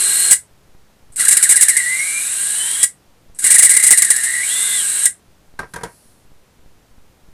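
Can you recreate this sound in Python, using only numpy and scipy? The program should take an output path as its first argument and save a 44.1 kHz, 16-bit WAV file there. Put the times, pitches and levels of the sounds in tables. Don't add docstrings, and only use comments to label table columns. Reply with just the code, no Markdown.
import sys
import numpy as np
from scipy import signal
from scipy.fft import rfft, irfft, next_fast_len
from scipy.io import wavfile

SR = 44100
rng = np.random.default_rng(int(sys.argv[2]) if len(sys.argv) > 2 else 0)


def transcribe(signal):
    frames = np.atleast_2d(signal).T
    limited = np.clip(frames, -1, 1)
    pcm = np.round(limited * 32767).astype(np.int16)
    wavfile.write(sys.argv[1], SR, pcm)


N = 323245

# f/Hz, level/dB
INPUT_NOISE = [(24, -29), (40, -0.5), (54, -2.5), (114, -4), (484, -12.5), (972, -16.5), (1070, -17.5),
               (2440, -22.5), (10100, -28.5), (14000, -31.5), (15400, -36)]
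# sag t/s, drop t/s, leap t/s
JUMP_TIMES = [(0.512, .692, .75), (0.901, 1.028, 1.103), (3.078, 3.264, 3.299), (5.28, 5.48, 5.54),
              (6.058, 6.252, 6.318), (6.429, 6.593, 6.661), (6.779, 6.912, 6.982), (7.099, 7.236, 7.288)]
JUMP_STEPS = [-0.0041, -0.0065, .0135]
# t/s, level/dB
SLEEVE_LEVEL = [(5.6, -68), (5.75, -59), (5.95, -53), (6.1, -58), (6.25, -68)]
# f/Hz, level/dB
SLEEVE_SPECTRUM = [(4000, -7), (7000, -9), (10000, 2), (12500, -10), (15000, -20)]
# t/s, level/dB, crack level/dB re the impact
IMPACTS = [(5.591, -18.5, -7.5), (5.63, -31, -23), (5.737, -24.5, -1), (5.76, -27.5, 0.5),
           (5.784, -38.5, -23), (5.809, -33.5, -9), (5.834, -24, 3.5), (5.85, -32.5, -28),
           (5.874, -42, -17)]
# f/Hz, level/dB, T60/s
CASE_MODES = [(470, -11, 0.12), (652, -20, 0.17), (805, -21, 0.069), (954, -3, 0.05), (1236, -16, 0.073),
              (1583, 0, 0.095), (1916, -11.5, 0.11), (3420, -26, 0.043), (3930, -20, 0.035)]
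# f/Hz, level/dB
THUD_SPECTRUM = [(30, 4), (80, -5), (150, 7), (270, -7), (450, -2), (1500, -3), (2300, -11),
                 (3000, -25), (6000, -24), (9000, -70)]
CRACK_SPECTRUM = [(3000, 0.5), (6000, 1), (10000, 4), (15000, -17)]
# f/Hz, bandwidth/Hz, level/dB
BELL_MODES = [(4720, 110, -21), (4830, 100, -23), (5480, 86, -25), (5300, 180, -22.5), (6200, 55, -25),
              (6570, 29, -19.5), (8170, 430, 2.5), (8770, 210, -2), (8850, 130, 7), (9535, 200, -0.5),
              (10110, 210, -2), (11210, 240, -8), (10310, 62, -7.5), (12100, 33, -23.5), (12130, 74, -30),
              (12700, 36, -21)]
FRAME_MODES = [(1611, 54.4, 0), (1958, 14, -0.5), (2805, 110, -6), (3410, 29, -10.5), (3622, 22, -7),
               (3925, 140, -5.5), (4055, 150, -21.5)]
ARM_MODES = [(1680, 70, -4.5), (2021, 47, -2.5), (2280, 170, -10.5)]
# f/Hz, level/dB
BELL_SPECTRUM = [(2350, -42.5), (4000, -35.5), (4770, -12), (6040, -16.5), (7320, -2.5), (7930, 3.5),
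                 (8830, -2.5), (10500, -15), (11700, -4), (12700, -27.5), (15400, -31)]
FRAME_SPECTRUM = [(100, -16.5), (400, -18), (900, -17), (1300, -12), (1650, -10.5), (2200, -4.5),
                  (2550, -12), (3000, -20.5), (4200, -2.5), (5000, -26), (7000, -60.5)]
BENCH_SPECTRUM = [(60, -4), (150, 4.5), (400, 14.5), (900, -16.5), (2000, -16), (4000, -62.5)]
# start t/s, stop t/s, hiss level/dB at idle, rise/dB per octave of speed
MOTOR_RUNS = [(0, 0.325, -18, 2.5), (1.172, 2.833, -23, 2), (3.418, 5.061, -22.5, 4)]
# t/s, level/dB, duration/s
SURGES = [(0.309, -6.5, 0.028), (1.121, -47.5, 0.025), (1.159, -24.5, 0.032), (1.195, -15.5, 0.025),
          (1.251, -13.5, 0.0066), (1.281, -9, 0.014), (1.309, -7.0, 0.027), (1.368, -5.5, 0.0097),
          (1.426, -6.5, 0.022), (1.49, -8.5, 0.039), (1.557, -7.5, 0.016), (1.609, -8.5, 0.027),
          (1.683, -5.5, 0.018), (1.766, -14, 0.015), (2.829, -7, 0.015), (3.347, -47.5, 0.04),
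          (3.387, -25.0, 0.039), (3.441, -11, 0.014), (3.464, -9.5, 0.013), (3.503, -5, 0.024),
          (3.54, -7.5, 0.023), (3.581, -6.5, 0.021), (3.622, -6.5, 0.015), (3.645, -9, 0.02),
          (3.692, -8, 0.029), (3.737, -10, 0.0183), (3.765, -6.5, 0.0096), (3.796, -10.5, 0.01),
          (3.826, -7, 0.027), (3.866, -8, 0.018), (3.906, -2, 0.025), (3.973, -10, 0.021), (4.02, -6, 0.01),
          (4.046, -17, 0.0085), (4.102, -4.5, 0.011), (4.161, -14.5, 0.01), (4.234, -19.5, 0.024),
          (5.055, -5, 0.0071)]
# t/s, f/Hz
SMOOTH_PITCH = [
    [(0, 2736), (.1, 2825), (.31, 2900)],
    [(1.8, 1907), (1.85, 1930), (2.08, 2262), (2.2, 2405), (2.4, 2808), (2.55, 2940), (2.83, 3332)],
    [(4.2, 1764), (4.31, 1863), (4.424, 2000), (4.475, 3020), (4.52, 3460), (4.66, 3620), (4.765, 3550),
     (4.85, 2817), (5.05, 2810)],
]
# t/s, coasting f/Hz, fully pulled-up f/Hz
START_PITCH = [
    [(1.16, 1100, 2250), (1.42, 1120, 2280), (1.76, 1780, 2200)],
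    [(3.39, 1200, 2250), (3.6, 1550, 2280), (4.0, 1580, 2250), (4.16, 1620, 1900)],
]
# cycles per turn, level/dB re the magnet-pass tone at idle, rise/dB per octave of speed
ROTOR_ORDERS = [(14, 0, 0), (13, -13, 7), (15, -11, -4), (16, -13, -8), (8, -23, 12)]
# speed ratio, level/dB
NEIGHBOURS = [(.975, -11), (1.03, -13)]
# f/Hz, level/dB
TRANSFER = [(600, -80), (1100, -52.5), (1300, -31.5), (1450, -36.5), (1620, -25), (1760, -33.5),
            (1970, -19.5), (2120, -26.5), (2380, -29.5), (2520, -46), (2880, -47), (3030, -35), (3350, -33),
            (3580, -30), (3900, -37), (5500, -57), (7500, -45), (8500, -25), (9300, -30), (10800, -36)]
# start t/s, end t/s, start f/Hz, end f/Hz, level/dB
DRIVE_GLIDES = [(0, .12, 4130, 4200, -30), (.13, .3, 4200, 4220, -30), (2.5, 2.78, 870, 965, -52),
                (0, .25, 11000, 12200, -31), (1.95, 2.45, 5600, 7200, -43), (1.8, 2.27, 9400, 11600, -38),
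                (2.15, 2.83, 15200, 12650, -50), (2.3, 2.83, 10500, 7600, -34),
                (4.5, 4.72, 12200, 11700, -40), (4.6, 5.04, 14650, 14720, -48),
                (4.83, 5.04, 8000, 8450, -27)]

MAGNETS, IDLE_HZ = 14, 1900


def from_db(db):
    return 10 ** (np.asarray(db) / 20)


def unit_rms(x):
    return x / np.sqrt(np.mean(x ** 2) + 1e-20)


def curves(rows):
    times, *columns = np.transpose(rows)
    return [np.interp(np.arange(N) / SR, times, column) for column in columns]


def gate(start, end, edge_s):
    t = np.arange(N) / SR
    return np.clip(np.minimum(t - start + edge_s * (start <= 0), end + edge_s - t) / edge_s, 0, 1)


def drift(rate_hz):
    r = np.exp(-2 * np.pi * rate_hz / SR)
    return unit_rms(signal.lfilter([1], [1, -2 * r, r * r], rng.standard_normal(N + SR))[SR:])


def coloured(spectrum):
    hz, level_db = np.transpose(spectrum)
    size = next_fast_len(N)
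    log_hz = np.log(np.arange(size // 2 + 1) * SR / size + 1)
    shape = from_db(np.interp(log_hz, np.log(hz), level_db, left=-90))
    return unit_rms(irfft(rfft(rng.standard_normal(size)) * shape, size)[:N])


def zero_line(coupling_hz=1.6, smoothing=.8):
    steps = np.zeros(N)
    steps[np.round(np.array(JUMP_TIMES) * SR).astype(int)] = JUMP_STEPS
    offset = signal.lfilter([1], [1, -np.exp(-2 * np.pi * coupling_hz / SR)], steps)
    return signal.lfilter([1 - smoothing], [1, -smoothing], offset)


def room(x, t60_s=0.15, level_db=-9):
    t = np.arange(SR // 3) / SR
    tail = rng.standard_normal(len(t)) * from_db(-60 * t / t60_s) * np.clip(t / 0.0056, 0, 1)
    return from_db(level_db) * signal.fftconvolve(x, tail / np.sqrt(np.sum(tail ** 2)))[:N]


def sleeve():
    return from_db(curves(SLEEVE_LEVEL)[0]) * gate(5.6, 6.25, .02) * coloured(SLEEVE_SPECTRUM)


def remote(hand_t60_s=.075, thud_t60_s=0.11, crack_t60_s=0.037):
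    t, out = np.arange(SR // 4) / SR, np.zeros(N)
    thud_noise, crack_noise = coloured(THUD_SPECTRUM), coloured(CRACK_SPECTRUM)
    scatter_db = rng.normal(0, 4.8, (len(IMPACTS), len(CASE_MODES)))
    for (start, db, crack_db), offsets_db in zip(IMPACTS, scatter_db):
        at = slice(round(start * SR), round(start * SR) + len(t))
        case = sum(from_db(mode_db + offset - 60 * t / min(t60, hand_t60_s)) * np.sin(2 * np.pi * hz * t)
                   for (hz, mode_db, t60), offset in zip(CASE_MODES, offsets_db))
        thud = from_db(-3 - 60 * t / thud_t60_s) * thud_noise[at]
        crack = from_db(crack_db - 1.5 - 60 * t / crack_t60_s) * crack_noise[at]
        out[at] += from_db(db) * np.clip(t / 0.0035, .4, 1) * (from_db(-1.5) * case + thud + crack)
    return out


def brake(hz=1945, db=-13.5, t60_s=0.073):
    ages = [np.maximum(np.arange(N) / SR - stop, 0) for _, stop, *_ in MOTOR_RUNS]
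    return sum(np.clip(age / 0.0057, 0, 1) * from_db(db - 60 * age / t60_s)
               * np.sin(2 * np.pi * hz * age) for age in ages)


def rotor_speed():
    phases = SMOOTH_PITCH[0], START_PITCH[0], SMOOTH_PITCH[1], START_PITCH[1], SMOOTH_PITCH[2]
    hz = curves([row[:2] for phase in phases for row in phase])[0]
    return hz, np.log2(np.maximum(hz / IDLE_HZ, 1))


def hiss_envelope(inrush_db=8, inrush_s=.11):
    t = np.arange(N) / SR
    _, octaves = rotor_speed()
    inrush = lambda start: (start > 0) * inrush_db * np.exp(-np.maximum(t - start, 0) / inrush_s)
    return sum(gate(start, stop, 0.031) * from_db(db + rise_db * octaves + inrush(start))
               for start, stop, db, rise_db in MOTOR_RUNS)


def structure(envelope, modes, spectrum, broadband_db):
    def resonate(force):
        response = 0
        for k, (hz, width, db) in enumerate(modes):
            r, angle = np.exp(-np.pi * width / SR), 2 * np.pi * hz / SR
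            b, a = [(1 - r * r) / 2, 0, (r * r - 1) / 2], [1, -2 * r * np.cos(angle), r * r]
            response += (-1) ** k * from_db(db) * signal.lfilter(b, a, force)
        return response

    noise = rng.standard_normal(N)
    ringing = resonate(noise * envelope + 1e-18) / np.std(resonate(noise[:SR]))
    return ringing + from_db(broadband_db) * envelope * coloured(spectrum)


def jolts(rise_s=0.0017, fall_s=0.0067, bite_db=6, bite_s=0.0018, coast_s=.034):
    t, force, pull = np.arange(SR // 3) / SR, np.zeros(N), np.zeros(N)
    for start, db, held_s in SURGES:
        at = slice(round(start * SR), round(start * SR) + len(t))
        attack = from_db(db + bite_db * np.exp(-t / bite_s)) * np.clip(t / rise_s, 0, 1)
        force[at] += attack * np.exp(-np.maximum(t - held_s + fall_s / 2, 0) / fall_s)
        spin_up = np.clip(t / .006, 0, 1) * np.clip(1 + (db + 8) / 30, 0, 1)
        coasting = np.exp(-np.maximum(t - held_s / 2, 0) / coast_s)
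        pull[at] = np.maximum(pull[at], spin_up * coasting)
    return force * from_db(2 * drift(60)), pull


def whine(pull, waver_db=2.2, hum_db=-51):
    hz, octaves = rotor_speed()
    hunting = sum(gate(rows[0][0], rows[-1][0] + .04, .02) for rows in START_PITCH)
    pulled_hz = curves(START_PITCH[0] + START_PITCH[1])[1]
    jitter = 1 + (.003 + .01 * hunting) * drift(30)
    rotation_hz = (hz + hunting * pull * (pulled_hz - hz)) * jitter / MAGNETS
    turns = np.cumsum(rotation_hz) / SR
    wavers, blur = [drift(17) for _ in range(4)], drift(110)
    hunting_db = hunting * (-2 + 3 * drift(60))

    def tone(cycles, db, voice):
        return np.sqrt(2) * from_db(db + waver_db * wavers[voice % 4]) * np.sin(2 * np.pi * cycles)

    def order(per_turn, db, voice):
        transfer_db = np.interp(per_turn * rotation_hz, *np.transpose(TRANSFER))
        return tone(per_turn * turns, db + hunting_db + transfer_db, voice)

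    out = sum(order(per_turn, db + rise_db * octaves, voice)
              for voice, (per_turn, db, rise_db) in enumerate(ROTOR_ORDERS))
    out += sum(drift(40) * order(ratio * MAGNETS, db, voice=3) for ratio, db in NEIGHBOURS)
    settled = gate(*MOTOR_RUNS[0][:2], .01)
    out += (settled + (1 - .7 * settled) * blur) * order(3 * MAGNETS, 0, voice=2)
    out += settled * tone(2 * turns, hum_db, voice=0)
    for voice, (start, end, from_hz, to_hz, db) in enumerate(DRIVE_GLIDES):
        cycles = np.cumsum(curves([(start, from_hz), (end, to_hz)])[0]) / SR
        roughness = 1 + .2 * blur if from_hz < 5000 else blur
        out += gate(start, end, 0.045) * roughness * tone(cycles, db, voice)
    return out * sum(gate(start, stop, 0.023) for start, stop, *_ in MOTOR_RUNS)


def motors():
    surge, pull = jolts()
    hiss = hiss_envelope()
    chatter = from_db(0.73 * drift(150))
    bells = structure(np.hypot(hiss * chatter, surge), BELL_MODES, BELL_SPECTRUM, broadband_db=-7.5)
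    frame_force = np.hypot(from_db(-14.5) * hiss, from_db(-23) * surge)
    frame = structure(frame_force, FRAME_MODES, FRAME_SPECTRUM, broadband_db=-0.82)
    arms_and_bench = structure(from_db(-21) * surge, ARM_MODES, BENCH_SPECTRUM, broadband_db=-20)
    return bells + frame + arms_and_bench + whine(pull) + brake()


def scene():
    direct = motors() + remote()
    rustle = sleeve()
    return ((direct + room(direct)) * from_db(0.32) + rustle)[None]


def record(dry, noise_db=-54.5, ceiling=.98, stopband_hz=15850):
    x = dry + from_db(noise_db) * coloured(INPUT_NOISE) + zero_line()
    saturated = x / (1 + np.abs(x / ceiling) ** 10) ** (1 / 10)
    return signal.sosfilt(signal.cheby2(22, 72, stopband_hz, fs=SR, output="sos"), saturated)


dry = scene()
out = record(dry)
transcribe(out)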